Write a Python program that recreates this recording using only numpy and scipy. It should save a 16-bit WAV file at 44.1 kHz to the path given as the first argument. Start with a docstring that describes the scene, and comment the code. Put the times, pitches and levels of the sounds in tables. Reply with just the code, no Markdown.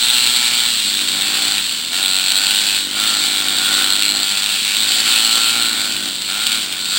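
"""On a dirt trail, from a small camera riding the rear of two dirt bikes, its rider working the throttle.
Close up, every turn of the engine knocks its metal casing over a steady high hiss, rings the airbox
with a gulp of air and drones through the silencer. Farther off, the four-stroke ahead thuds at about
half that rate and rasps under load. Tyres and air rumble underneath; bumps rattle the frame."""
import sys
import numpy as np
from scipy import signal
from scipy.fft import rfft, irfft
from scipy.io import wavfile
from scipy.ndimage import uniform_filter1d

SR = 44100
rng = np.random.default_rng(int(sys.argv[2]) if len(sys.argv) > 2 else 0)


def store_wav(level_fs):
    """Save 16-bit WAV to argv[1]."""
    pcm = np.round(np.clip(np.atleast_2d(level_fs), -1, 1) * 32767)
    wavfile.write(sys.argv[1], SR, pcm.T.astype(np.int16))


N = 307818
T = np.arange(N) / SR


# spells when the blows stand out of the hiss (negative emphasis leaves them at their usual level):
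# start t/s, end t/s, emphasis/dB, f/Hz that positive emphasis pulls the casing's ring towards
HARSH_SPELLS = [(.12, .4, -1.5, 4040), (1.42, 1.6, 1, 4000), (1.92, 2.34, 6, 4040), (2.45, 2.76, -4, 3792),
                (3.82, 4.12, 6, 4229), (4.25, 5, 2, 3775), (5.05, 5.62, 1.5, 3980), (6.3, 6.54, 3, 3860)]
# spectrum of the near bike's metal, casing and frame alike: f/Hz, level/dB
METAL_SPECTRUM = [(300, -52), (1000, -22.5), (1300, -15.5), (1550, -11.5), (1800, -13), (2020, -11.5),
                  (2300, -8.5), (2700, -7.5), (3050, -1), (3500, 0.5), (4400, 1.5), (4700, -1.5),
                  (5050, -9), (6000, -12)]

def casing(turns, main_knock):
    """Close up: a hard knock once a turn and a weaker one on the return stroke, over an even hiss."""
    harsh_db = spells(HARSH_SPELLS, rise_s=0.12, fall_s=0.16)
    return_blows = strokes(turns - .45, spread_db=3, jitter_s=.0003)
    struck = main_knock + amp(-17) * rings(return_blows, width_s=0.00045, drift_hz=7.6, count=3)
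    # the casing rings strongest in one mode, which shifts when it is struck hard
    rest_hz, harsh_hz = 3560, glides(HARSH_SPELLS)[0]
    mode_hz = rest_hz + (harsh_hz - rest_hz) * np.tanh(harsh_db / 2)
    struck = struck + 0.41 * resonate(struck, mode_hz, width=310)
    hiss = rng.standard_normal(N) * amp(0.77 * wander(hz=122))
    for hz in np.linspace(2700, 4600, 7):  # narrow patches of the hiss swell and fade
        hiss = hiss + 0.46 * np.tanh(wander(hz=9.8)) * resonate(hiss, hz, width=160)
    return steady(colour(amp(harsh_db - 6) * struck + amp(6) * hiss, METAL_SPECTRUM))


# resonances of the near cylinder: f/Hz, width/Hz, level/dB
CYLINDER_MODES = [(2800, 140, -18), (2980, 310, -7)]
# spells of combustion knock under load: start t/s, end t/s, emphasis/dB
KNOCK_SPELLS = [(.02, .33, 8), (.4, .95, 3), (1.42, 1.58, 6.5), (1.94, 2.2, 1), (2.4, 2.78, 9.5),
                (3.88, 4.11, 6), (4.62, 4.95, 9.5), (5.03, 5.52, 10.5), (6.22, 6.48, 8)]

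def cylinder(blows, main_knock):
    """The blows on the casing also ring the cylinder, lower and longer."""
    level_db = -19 + spells(KNOCK_SPELLS, rise_s=0.074, fall_s=0.047)
    ring = modes(unit(blows) + amp(-4.5) * main_knock, CYLINDER_MODES)
    return amp(level_db) * steady(bandpass(ring, 2200, 3400, order=3))


# clatter of the near engine at the microphone: t/s, relative level/dB
CLATTER_LEVEL = [(0.0, -15.5), (0.15, -14.5), (1.16, -19), (1.46, -17), (1.9, -23.5), (1.98, -17.5),
                 (2.6, -16), (2.78, -18), (2.9, -23), (3.05, -16.5), (3.52, -18.5), (3.81, -15),
                 (3.85, -16.5), (4.1, -16.5), (4.12, -19), (4.22, -18), (4.53, -18.5), (5.15, -14.5),
                 (5.44, -15.5), (6.2, -24), (6.53, -17.5), (6.69, -24), (6.84, -22.5), (6.98, -16.5)]

def clatter(turns, throttle):
    """The engine nearest the microphone: one blow a turn sounds both casing and cylinder."""
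    # the level jumps as the throttle snaps open and drops as it shuts, then settles
    snap_db = 1.5 * (throttle - uniform_filter1d(throttle, size=16000))
    level_db = curves(CLATTER_LEVEL)[0] + 3 + snap_db
    blows = strokes(turns, spread_db=3, jitter_s=.00002)
    ping = steady(rings(blows, width_s=0.00054, drift_hz=4, count=4))
    main_knock = ping + amp(-1.5) * bursts(blows, width_s=0.0012)
    return amp(level_db) * (casing(turns, main_knock) + cylinder(blows, main_knock))


# twists of the near throttle: open t/s, ease off t/s, opening/0-1, airbox f/Hz, pipe honk/dB
NEAR_TWISTS = [(-.01, .69, 0.83, 1377, 2.5), (1.1, 1.36, 0.73, 1440, 11), (1.32, 1.6, 0.74, 1420, 2),
               (1.89, 2.36, 0.86, 1414, 4.5), (2.32, 2.58, 0.95, 1500, 0.5), (2.56, 2.78, 0.82, 1550, 5),
               (2.93, 3.17, 0.91, 1364, -4), (3.15, 3.56, 0.82, 1433, 7), (3.55, 3.93, 0.96, 1440, -7),
               (3.9, 4.56, 0.78, 1401, 6.5), (4.62, 5.04, 0.62, 1440, 2), (5.02, 5.72, 0.96, 1362, 1),
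               (5.68, 5.88, 0.84, 1430, -2), (5.86, 6.1, 0.46, 1462, -2), (6.25, 6.58, .81, 1399, -2),
               (6.56, 6.9, 0.51, 1460, 1), (6.88, 7, 0.78, 1394, -7)]
# upper resonances of the intake pipe: f/Hz, width/Hz, level/dB
INTAKE_MODES = [(960, 200, -19), (1762, 126, -8), (2295, 145, -1)]

def intake(turns, speed_hz, throttle):
    """Close up: gulps of air ring the airbox and its pipe, loudly when the throttle is open."""
    box_hz, honk_db = glides(NEAR_TWISTS)
    shut_db, open_db = -45.5, -24.5
    level_db = shut_db + (open_db - shut_db) * throttle + 0.51 * wander(hz=16)
    gulps = strokes(turns, spread_db=0.5, jitter_s=.00002)
    drive = unit(gulps) + amp(-15) * bursts(gulps, width_s=.0007)
    box = resonate(drive, box_hz + 55 * (1 - throttle), width=102)  # higher with the slide closed
    pipe_hz = 803 + 2.3 * (speed_hz - 100)  # higher as the engine speeds up
    pipe = amp(-10.5) * resonate(drive, pipe_hz, width=140) + modes(drive, INTAKE_MODES)
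    spectrum = [(250, -33), (480, -4.5), (620, 2), (1000, 3.5), (1400, 5), (2000, 2.5), (2400, 2),
                (4300, 11.5), (5500, -6)]
    return amp(level_db) * steady(colour(box + amp(honk_db) * pipe, spectrum))


# the near silencer, heard from on the bike: f/Hz, level/dB
SILENCER_SPECTRUM = [(50, -51), (95, -11), (122, -7.5), (160, -13.5), (200, 5), (240, 0), (300, -4.5),
                     (420, -30), (500, -16), (600, -21), (750, -21.5), (1200, -30.5)]

def near_exhaust(turns, speed_hz):
    """Just behind the rider: the silencer leaves a clean low drone that grows with speed."""
    level_db = -43.5 + 0.1344 * (speed_hz - 100)
    pulses = strokes(turns, spread_db=2.5, jitter_s=.00002)
    return amp(level_db) * steady(colour(pulses, SILENCER_SPECTRUM))


# turning rate of the near engine: t/s, f/Hz
CRANK_SPEED = [(0, 116.7), (.13, 123.4), (.72, 119.1), (.83, 100.3), (1.12, 93.9), (1.25, 100.5),
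               (1.59, 99.9), (1.74, 78.4), (1.92, 85.16), (2, 97.4), (2.21, 92.87), (2.6, 102),
               (2.86, 95.8), (3.06, 108.3), (3.3, 96.93), (3.88, 98.2), (4.06, 103.4), (4.18, 98.6),
               (4.62, 100.8), (4.78, 105.1), (4.98, 105.9), (5.13, 110.8), (5.57, 117), (5.7, 112.3),
               (5.79, 101.1), (6, 99.5), (6.12, 93.8), (6.29, 93.5), (6.43, 110), (6.57, 108.3),
               (6.7, 91.4), (6.88, 93.4), (6.98, 100.3)]
# trail ripples make the rear wheel slip and grip: start t/s, end t/s, ripple f/Hz, speed swing/Hz
TRAIL_RIPPLES = [(3.371, 3.718, 7.4, 2.7), (4.389, 5.057, 5.54, 3.8), (5.872, 6.053, 7.8, 2.3)]

def crank():
    """Turns a second of the near engine, rocked by the ripples in the trail."""
    hz, = curves(CRANK_SPEED)
    for start, end, ripple_hz, swing_hz in TRAIL_RIPPLES:
        depth_hz = spells([(start, end, swing_hz)], rise_s=.04, fall_s=.05)
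        hz = hz + depth_hz * np.sin(2 * np.pi * ripple_hz * (T - start))
    return hz * (1 + .003 * wander(hz=15))


# firing rate of the bike ahead: t/s, f/Hz
AHEAD_FIRING_RATE = [(0, 52.5), (.25, 50.4), (.72, 46.1), (.86, 57.55), (1.04, 61.1), (1.26, 58),
                     (1.38, 61.17), (1.59, 55.4), (1.72, 47.4), (1.86, 47.6), (2.02, 51.6), (2.29, 43.5),
                     (2.45, 47.9), (2.68, 45.72), (2.97, 51.2), (3.22, 50.7), (3.32, 58.14), (3.42, 55),
                     (3.64, 58.77), (3.95, 65.94), (4.04, 59.86), (4.2, 63.5), (4.35, 53.4), (4.51, 47.2),
                     (4.88, 53.24), (5.33, 57.03), (5.62, 60.67), (6.06, 60.12), (6.18, 51.68),
                     (6.34, 56.16), (6.47, 64.34), (6.58, 63.2), (6.76, 49.5), (6.98, 55.7)]
# twists of its throttle: open t/s, ease off t/s, opening/0-1, tailpipe bark/dB
AHEAD_TWISTS = [(.8, 1.08, 0.76, -3), (1, 1.57, 0.76, 8.5), (1.88, 2.06, 0.6, 4), (2.36, 2.8, .52, -3),
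                (2.74, 3.25, 0.83, 9), (3.2, 3.62, .95, 3.5), (3.6, 3.88, 1, 3.5), (3.86, 4.2, .92, -4),
                (4.72, 5.06, 0.74, 13), (5.04, 5.5, 0.68, 6), (5.45, 6.09, 0.92, -0.5),
                (6.48, 6.72, 0.56, -14)]
# its thud, heard from the bike behind: f/Hz, level/dB
THUD_SPECTRUM = [(40, -29), (62, -21), (120, -10), (170, -39.5), (240, -1), (305, 1), (375, -6.5),
                 (420, -13), (480, -22), (620, -10), (950, -22.5), (2000, -45), (4000, -62)]
# resonances of its tailpipe: f/Hz, width/Hz, level/dB
TAILPIPE_MODES = [(603, 92, -5.5), (770, 100, 4), (1106, 151, -5), (1420, 91, 7.5), (1865, 65, 6),
                  (2220, 140, -8.5)]

def bike_ahead():
    """Up the trail: one cylinder fires every second turn, a low thud with a tailpipe rasp under load."""
    hz, = curves(AHEAD_FIRING_RATE)
    throttle = spells(AHEAD_TWISTS, rise_s=0.1, fall_s=0.09)
    bark_db, = glides(AHEAD_TWISTS)
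    thud_db = -47.5 + 10.5 * throttle + 0.18 * (hz - 55)
    rasp_db = -52.5 + (16 + bark_db) * throttle + 0.64 * (hz - 55)
    cycles = np.cumsum(hz * (1 + 0.00311 * wander(hz=20))) / SR
    firings = strokes(cycles, spread_db=0.5, jitter_s=.00003)
    drive = unit(firings) + amp(-15) * bursts(firings, width_s=.001)
    thud = steady(colour(drive, THUD_SPECTRUM))
    # on the way to the microphone, ground and brush scatter each firing over a few milliseconds
    age = np.arange(900) / SR
    scatter = rng.standard_normal(len(age)) * np.exp(-age / 0.0037)
    scattered = drive + 0.71 * signal.oaconvolve(drive, scatter / np.linalg.norm(scatter))[:N]
    puffs = amp(-6.5) * bursts(firings, width_s=0.0012)
    rasp = steady(bandpass(modes(scattered + puffs, TAILPIPE_MODES), 500, 3000, order=2))
    return amp(0.49 * wander(hz=9)) * (amp(thud_db) * thud + amp(rasp_db) * rasp)


# frame rattles on bumps: t/s, level/dB
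FRAME_RATTLES = [(.9906, -5.5), (1.0869, -5), (1.694, -10), (2.3191, -2), (3.254, -10), (3.5848, -7),
                 (5.3777, -4), (5.9224, -10.5), (6.058, -9), (6.155, -13), (6.2198, -8.5), (6.346, -12),
                 (6.4677, -0.5), (6.7246, -11), (6.765, -24)]
# dull jolts through the suspension: t/s, level/dB
SUSPENSION_JOLTS = [(2.315, -44), (5.373, -23)]
# rumble of tyres and air at the microphone: f/Hz, level/dB
RUMBLE_SPECTRUM = [(20, -7.5), (60, -12.5), (110, -2.5), (150, -4.5), (220, 2.5), (320, -1), (450, -6),
                   (750, -5), (1000, -3), (1500, -5), (3000, -35)]

def trail():
    """Underneath it all: tyres and air rumble; bumps jolt the near bike and rattle its frame."""
    rumble = unit(colour(rng.standard_normal(N), RUMBLE_SPECTRUM)) * amp(-41 + 0.38 * wander(hz=17))
    jolts = knocks(SUSPENSION_JOLTS, RUMBLE_SPECTRUM, decay_s=0.0038)
    rattles = knocks(FRAME_RATTLES, METAL_SPECTRUM, decay_s=0.00071)
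    return rumble + jolts + rattles


def strokes(turns, spread_db, jitter_s):
    """One click for each whole turn, uneven in size and timing."""
    times = np.interp(np.arange(np.ceil(turns[0]), turns[-1]), turns, T)
    size, slip = np.clip(rng.standard_normal((len(times), 2)), -2, 2).T
    samples = np.clip((times + jitter_s * slip) * SR, 0, N - 1).astype(int)
    return np.bincount(samples, amp(spread_db * size), N)


def swell(samples, width_s, tail):
    """An envelope that swells, falls and leaves a short tail."""
    age = np.arange(samples) / SR / width_s
    return np.exp(-(age - 2) ** 2 / 2) + tail * np.tanh(age / 2) * np.exp(-age / 5)


def bursts(clicks, width_s):
    """Each click releases a puff of noise."""
    envelope = signal.oaconvolve(clicks, swell(1000, width_s, tail=0.57))[:N]
    return unit(envelope * rng.standard_normal(N))


def rings(clicks, width_s, drift_hz, count):
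    """Each click rings one short pattern; the pattern drifts, so neighbouring turns sound alike."""
    patterns = rng.standard_normal((count, 500)) * swell(500, width_s, tail=0.36)
    patterns = bandpass(patterns, 1500, 5000, order=1)
    shares = np.array([wander(hz=drift_hz) for _ in patterns])
    shares /= np.linalg.norm(shares, axis=0)
    return unit(sum(signal.oaconvolve(clicks * share, unit(pattern))[:N]
                    for share, pattern in zip(shares, patterns)))


def knocks(rows, spectrum, decay_s):
    """Single short knocks on a body that rings with the given spectrum."""
    envelope = np.zeros(N)
    for start, db in rows:
        age = np.maximum(T - start, 0) / decay_s
        envelope += amp(db) * age * np.exp(1 - age)
    noise = rng.standard_normal(N)
    return 0.93 * colour(envelope * noise, spectrum) / np.std(colour(noise, spectrum))


def resonate(x, hz, width):
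    """A resonance of gain about 1, at one pitch or following a curve."""
    r, step = np.exp(-np.pi * width / SR), 2 * np.pi * hz / SR
    if np.ndim(hz) == 0:
        return 2 * (1 - r) * signal.lfilter([1, -r * np.cos(step)], [1, -2 * r * np.cos(step), r * r], x)
    phasor = np.exp(1j * np.cumsum(step))
    return 2 * (phasor * signal.lfilter([1 - r], [1, -r], x / phasor + 1e-18)).real


def modes(x, rows):
    """Rings several resonances side by side."""
    return sum(amp(db) * resonate(x, hz, width) for hz, width, db in rows)


def bandpass(x, low_hz, high_hz, order):
    """Keeps one band."""
    return signal.sosfilt(signal.butter(order, [low_hz, high_hz], "band", fs=SR, output="sos"), x)


def colour(x, spectrum):
    """Causal filter through points of f/Hz, level/dB."""
    hz, db = np.transpose(spectrum)
    f = abs(np.fft.fftfreq(4096, 1 / SR))
    log_gain = np.log(amp(np.interp(np.log(f + 1), np.log(hz), db)))
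    response = np.fft.ifft(np.exp(np.conj(signal.hilbert(log_gain)))).real
    return signal.oaconvolve(x, response[:len(f) // 2])[:N]


def curves(rows):
    """One value a sample for each column after the time."""
    times, *columns = np.transpose(rows)
    return [np.interp(T, times, column) for column in columns]


def spells(rows, rise_s, fall_s):
    """Each row swells to its strength, holds until its end and fades; negative strengths give zero."""
    out = np.zeros(N)
    for start, end, strength, *_ in rows:
        ramp = np.minimum((T - start) / rise_s, 1 - (T - end) / fall_s)
        out = np.maximum(out, strength * np.clip(ramp, 0, 1))
    return out


def glides(rows):
    """Each column after the strength glides from the middle of one spell to the next."""
    start, end, _, *columns = np.transpose(rows)
    return [np.interp(T, (start + end) / 2, column) for column in columns]


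def wander(hz):
    """Smooth random drift of rms 1 up to the given rate."""
    noise = rng.standard_normal(N // 32)
    times = np.linspace(0, T[-1], len(noise))
    rolloff = np.exp(-(np.fft.rfftfreq(len(times), times[1]) / hz) ** 2)
    return np.interp(T, times, unit(irfft(rfft(noise) * rolloff, len(times))))


def amp(db):
    """Decibels to gain."""
    return 10 ** (np.asarray(db) / 20)


def unit(x):
    """Scales to rms 1."""
    return x / np.sqrt(np.mean(x ** 2) + 1e-20)


def steady(x):
    """Evens out the slow level, leaving the pulses."""
    return x / np.sqrt(abs(uniform_filter1d(x ** 2, size=5000)) + 1e-12)


def scene():
    """In mono: one crank and one throttle drive the near engine, over the bike ahead and the trail."""
    speed_hz = crank()
    turns = np.cumsum(speed_hz) / SR
    throttle = spells(NEAR_TWISTS, rise_s=0.045, fall_s=0.045)
    near = intake(turns, speed_hz, throttle) + near_exhaust(turns, speed_hz) + clatter(turns, throttle)
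    return (near + bike_ahead() + trail())[None]


def record(dry):
    """The small camera holds each coarse sample, mirroring the sound into the treble; peaks flatten."""
    hold_hz, cutoff_hz = 12019, 15950
    hz = np.fft.rfftfreq(N, 1 / SR)
    narrow = irfft(rfft(dry) * (hz < hold_hz / 2), N)
    mirrored = narrow * (1 + 2 * np.cos(2 * np.pi * hold_hz * T))
    held = irfft(rfft(mirrored) * np.sinc(hz / hold_hz), N)
    # a faint grit rises and falls with the sound
    envelope = np.sqrt(abs(uniform_filter1d(held[0] ** 2, size=70)))
    grit_spectrum = [(1000, -18.5), (5000, -27), (10000, -9.5), (12000, -21), (14000, -9.5), (16000, -36)]
    gritty = held + colour(envelope * rng.standard_normal(N), grit_spectrum)
    limited = .95 * gritty / (1 + gritty ** 8) ** (1 / 8)
    lowpass = signal.firwin(1023, cutoff_hz, window=("kaiser", 9), fs=SR)
    return signal.oaconvolve(limited, lowpass[None], "same")


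dry = scene()
out = record(dry)
store_wav(out)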